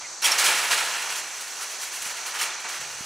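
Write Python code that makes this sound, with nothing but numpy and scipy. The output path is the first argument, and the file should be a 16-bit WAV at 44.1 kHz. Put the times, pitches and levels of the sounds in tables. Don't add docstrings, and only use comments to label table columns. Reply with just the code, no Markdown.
import sys
import numpy as np
from scipy import signal
from scipy.fft import rfft, irfft
from scipy.io import wavfile

SR = 44100
rng = np.random.default_rng(int(sys.argv[2]) if len(sys.argv) > 2 else 0)


def store_pcm(level_fs):
    pcm = np.round(np.clip(level_fs, -1, 1) * 32767).astype(np.int16)
    wavfile.write(sys.argv[1], SR, np.atleast_2d(pcm).T)


N = 134505

# (time [s], treble level [dB], body level [dB], length [s])
MESH_JOLTS = [(0.0044, -66, -41.5, 0.01), (0.217, -31, -33.5, 0.023), (0.239, -23.5, -32, 0.022),
              (0.274, -51, -31, 0.035), (0.311, -27.5, -36, 0.01), (0.38, -24.5, -31, 0.024),
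              (0.404, -32, -30, 0.019), (0.437, -22.5, -36, 0.027), (0.465, -33, -28.5, 0.035),
              (0.567, -48, -33, 0.022), (0.705, -27.5, -27, 0.028), (0.771, -37, -29.5, 0.019),
              (0.942, -48, -38.5, 0.051), (1.015, -40.5, -39, 0.035), (1.093, -37.5, -38, 0.031),
              (1.15, -37.5, -41, 0.037), (1.404, -41, -60, 0.015), (1.605, -37, -41.5, 0.032),
              (1.702, -45, -45, 0.034), (1.81, -37, -47, 0.045), (1.922, -38, -46, 0.045),
              (2.016, -35, -52, 0.01), (2.045, -36, -39.5, 0.031), (2.092, -42, -41.5, 0.02),
              (2.166, -45, -41.5, 0.02), (2.256, -37.5, -40, 0.03), (2.337, -40.5, -37.5, 0.035),
              (2.383, -36.5, -38, 0.03), (2.408, -30.5, -32.5, 0.023), (2.5944, -44, -51, 0.01),
              (2.638, -70, -37, 0.008), (2.681, -41, -41.5, 0.026), (2.721, -43, -40.5, 0.046),
              (2.804, -45, -40, 0.013), (3.04, -41, -57, 0.03)]
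# (time [s], body level [dB], treble level [dB])
MESH_SHIVER = [(.2, -58, -77), (.26, -28, -44), (.54, -27, -32.5), (.9, -31.5, -39.5), (1.202, -39, -48),
               (1.6, -43.5, -43.5), (1.9, -43, -45.5), (2.3, -41, -48), (2.5, -35.5, -75),
               (2.7, -42.5, -54), (3.05, -41.5, -46.5)]
# (frequency [Hz], gain [dB])
WIRE_COLOUR = [(60, -62), (130, -25), (282, -20.5), (330, -13.5), (870, -1), (1670, 0.5), (2770, -0.5),
               (3500, -5.5), (5100, -6.5), (5600, -6.5), (7000, -6), (8800, -7.5), (9700, -11.5),
               (10500, -6), (11200, -11.5), (12500, -18), (13800, -16), (15700, -22)]
# (pitch [Hz], width [Hz], relative level [dB])
WIRE_RESONANCES = [(876, 150, -4.5), (1461, 170, -0.5), (1700, 220, 0), (2252, 116, 0), (2715, 67, -2),
                   (3186, 98, -4.5), (4087, 130, -4)]
# (time [s], level [dB], pitch [Hz], length [s])
WIRE_PINGS = [(0.038, -41, 2080, .02), (0.221, -26.5, 5600, 0.012), (0.241, -25.5, 3230, 0.022),
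              (.262, -27.5, 2600, 0.021), (0.243, -25, 5650, 0.016), (0.235, -30.5, 9040, 0.031),
              (0.262, -25, 2310, 0.0098), (0.374, -32, 6200, 0.031),  (0.314, -21.5, 5480, 0.0072),
              (0.452, -29, 3000, 0.026), (0.713, -25, 4400, 0.011), (0.717, -28, 1680, 0.017),
              (1.596, -41, 1380, 0.037), (2.35, -38.5, 1290, 0.026), (2.402, -35.5, 1340, 0.02),
              (2.5, -37, 3600, .005), (2.414, -34, 5600, .01), (2.388, -35, 3050, .015),
              (2.645, -33.5, 780, .008), (2.646, -37, 1400, .008), (2.409, -36, 2540, 0.014)]
# (frequency [Hz], gain [dB])
LEAF_COLOUR = [(18, -54), (30, -34), (174, -25.5), (381, -9.5), (644, -8), (1000, -3.5), (1700, -6),
               (3270, -14.5), (4470, -3), (5100, -9), (5970, 3.5), (9320, -21), (15700, -57)]
# (pitch [Hz], width [Hz], level [dB])
INSECT_BANDS = [(6610, 170, -54), (7670, 2200, -48.5)]
# (time [s], strength [dB], pitch [Hz])
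AIR_PUFFS = [(2.059, -43, 189), (3.005, -34.5, 185)]
# (time [s], level [dB])
BREEZE_LEVELS = [(0, -70), (.4, -65), (.9, -67.5), (1.2, -78.5), (1.9, -73), (2.05, -67), (2.2, -75),
                 (2.7, -76), (2.79, -62), (2.875, -59), (3.05, -68)]
# (frequency [Hz], left minus right [dB])
STEREO_BALANCE = [(60, 0), (1600, 0), (2200, -2.2), (4400, -2.4), (8000, -1.2), (11000, 0)]
# (frequency [Hz], gain [dB])
STEREO_SPREAD = [(60, -22), (200, -9.5), (700, -8), (1100, -21), (1800, -29), (2300, -10), (4000, -8),
                 (7000, -6.5), (10000, 0.5), (12200, -20)]

TOUCHES_PER_S, TOUCH_RING_S = 14000, 0.00093
SPLIT_HZ = 5800
TREBLE_T60, BODY_T60, LINGER_T60, PING_T60, ECHO_T60 = 0.16, 0.21, 0.81, 0.057, 0.44
NOTES_DB, LINGER_DB, ECHO_DB, LEAVES_DB, SCATTER_DB = -7, -9.5, -7.5, -38.5, -10.5


def mesh_clatter(rings, clicks):
    notes = sum(amp(db) * ringing_band(clicks, hz, max(width, 120), 600)
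                for hz, width, db in WIRE_RESONANCES)
    wire = unit_level(shaped(rings, WIRE_COLOUR)) + amp(NOTES_DB) * unit_level(notes)
    body = unit_level(filtered(wire, lambda f: 1 / np.sqrt(1 + (f / SPLIT_HZ) ** 4)))
    treble = unit_level(filtered(wire, lambda f: 1 / np.sqrt(1 + (SPLIT_HZ / (f + 1)) ** 4)))
    t = np.arange(N) / SR
    times, body_shiver_db, treble_shiver_db = np.transpose(MESH_SHIVER)
    body_power = amp(np.interp(t, times, body_shiver_db)) ** 2
    treble_power = amp(np.interp(t, times, treble_shiver_db)) ** 2
    for start, treble_db, body_db, length in MESH_JOLTS:
        linger = amp(LINGER_DB) * burst(start, length, LINGER_T60)
        body_power += (amp(body_db) * (burst(start, length, BODY_T60) + linger)) ** 2
        treble_power += (amp(treble_db) * burst(start, length, TREBLE_T60)) ** 2
    flicker = amp(1.2 * wander(37))
    return body * np.sqrt(body_power) + treble * np.sqrt(treble_power) * flicker


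def wire_touches(wire_count=96):
    strength = amp(1.5 * np.minimum(rng.exponential(1, N), 4))
    hits = strength * (rng.random(N) < TOUCHES_PER_S / SR)
    which_wire = rng.integers(0, wire_count, N)
    stretch = np.exp(.5 * rng.standard_normal(wire_count))
    pitches = np.linspace(150, 16500, wire_count) + rng.uniform(-100, 100, wire_count)
    t, rings = np.arange(2000) / SR, np.zeros(N)
    for k, hz in enumerate(pitches):
        fade = np.exp(-t / (TOUCH_RING_S * stretch[k])) / np.sqrt(stretch[k])
        rings += signal.oaconvolve(hits * (which_wire == k), np.sin(2 * np.pi * hz * t) * fade)[:N]
    hiss = .5 * rng.standard_normal(N)
    clicks = unit_level(hits * rng.choice([-1, 1], N))
    return unit_level(rings) + hiss, clicks


def wire_ping(clicks, start, db, hz, length, tone_share=.35):
    rattle = ringing_band(clicks, hz, 310, 620)
    tone = np.sqrt(2) * np.sin(2 * np.pi * (hz * np.arange(N) / SR + rng.random()))
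    blend = tone_share * tone + np.sqrt(1 - tone_share ** 2) * rattle
    return amp(db) * burst(start, length, PING_T60) * blend


def trunk_echoes(clatter):
    t = np.arange(SR // 2) / SR
    tail = rng.standard_normal(len(t)) * amp(-60 * t / ECHO_T60) * (t > .012)
    echo = signal.fftconvolve(clatter, tail / np.linalg.norm(tail))[:N]
    return amp(ECHO_DB) * filtered(echo, lambda f: 1 / np.sqrt(1 + (f / 9000) ** 2))


def leaves():
    return amp(LEAVES_DB + wander(16)) * unit_level(shaped(rng.standard_normal(N), LEAF_COLOUR))


def insects():
    buzz = np.zeros(N)
    for hz, width, db in INSECT_BANDS:
        throb = amp(db + 1.8 * wander(9) + 0.88 * wander(90))
        buzz += throb * ringing_band(rng.standard_normal(N), hz, width, width)
    return buzz


def air_on_microphone():
    t = np.arange(N) / SR
    rumble = unit_level(filtered(rng.standard_normal(N), lambda f: f ** 2 / (1 + (f / 130) ** 5)))
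    air = rumble * amp(np.interp(t, *np.transpose(BREEZE_LEVELS)) + 2.2 * wander(14))
    for start, db, hz in AIR_PUFFS:
        cycles = (t - start - .005) * hz
        air += amp(db) * np.sin(2 * np.pi * cycles) * np.exp(-(cycles / 0.41) ** 2)
    return air * np.array([[1.08], [.92]])


def stereo(direct, scattered):
    spectrum = signal.stft(scattered, SR, nperseg=256)[2]
    random_phase = np.exp(2j * np.pi * rng.random(spectrum.shape))
    blurred = signal.istft(spectrum * random_phase, SR, nperseg=256)[1][:N]
    apart = shaped(blurred, STEREO_SPREAD)
    return np.array([shaped(direct, STEREO_BALANCE, side / 2) + side * apart for side in (1, -1)])


def amp(db):
    return 10 ** (np.asarray(db) / 20)


def unit_level(x):
    return x / np.sqrt(np.mean(x ** 2) + 1e-20)


def filtered(x, gain):
    return irfft(rfft(x) * gain(np.fft.rfftfreq(N, 1 / SR)), N)


def shaped(x, curve, amount=1):
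    hz, db = np.transpose(curve)
    return filtered(x, lambda f: amp(amount * np.interp(np.log(f + 1), np.log(hz + 1), db)))


def ringing_band(x, hz, *widths_hz):
    turn = np.exp(2j * np.pi * hz * np.arange(N) / SR)
    for width in widths_hz:
        decay = np.exp(-np.pi * width / SR)
        x = 2 * (turn * signal.lfilter([1 - decay], [1, -decay], x / turn)).real
    return unit_level(x)


def wander(rate_hz):
    return unit_level(filtered(rng.standard_normal(N), lambda f: np.exp(-(f / rate_hz) ** 2) * (f > 0)))


def burst(start, length, t60, rise_s=0.0064):
    t = np.arange(N) / SR - start
    return np.clip(t / rise_s, 0, 1) * amp(-60 * np.maximum(t - length, 0) / t60)


def scene():
    rings, clicks = wire_touches()
    pings = sum(wire_ping(clicks, *row) for row in WIRE_PINGS)
    clatter = mesh_clatter(rings, clicks)
    woods = leaves() + insects()
    mesh = clatter + pings + trunk_echoes(clatter)
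    return stereo(mesh + woods, amp(SCATTER_DB) * mesh + woods) + air_on_microphone()


def record(dry, cutoff_hz=15740):
    low_pass = signal.firwin(1501, cutoff_hz, window=("kaiser", 10), fs=SR)
    return signal.oaconvolve(dry, low_pass[None], "same")


dry = scene()
out = record(dry)
store_pcm(out)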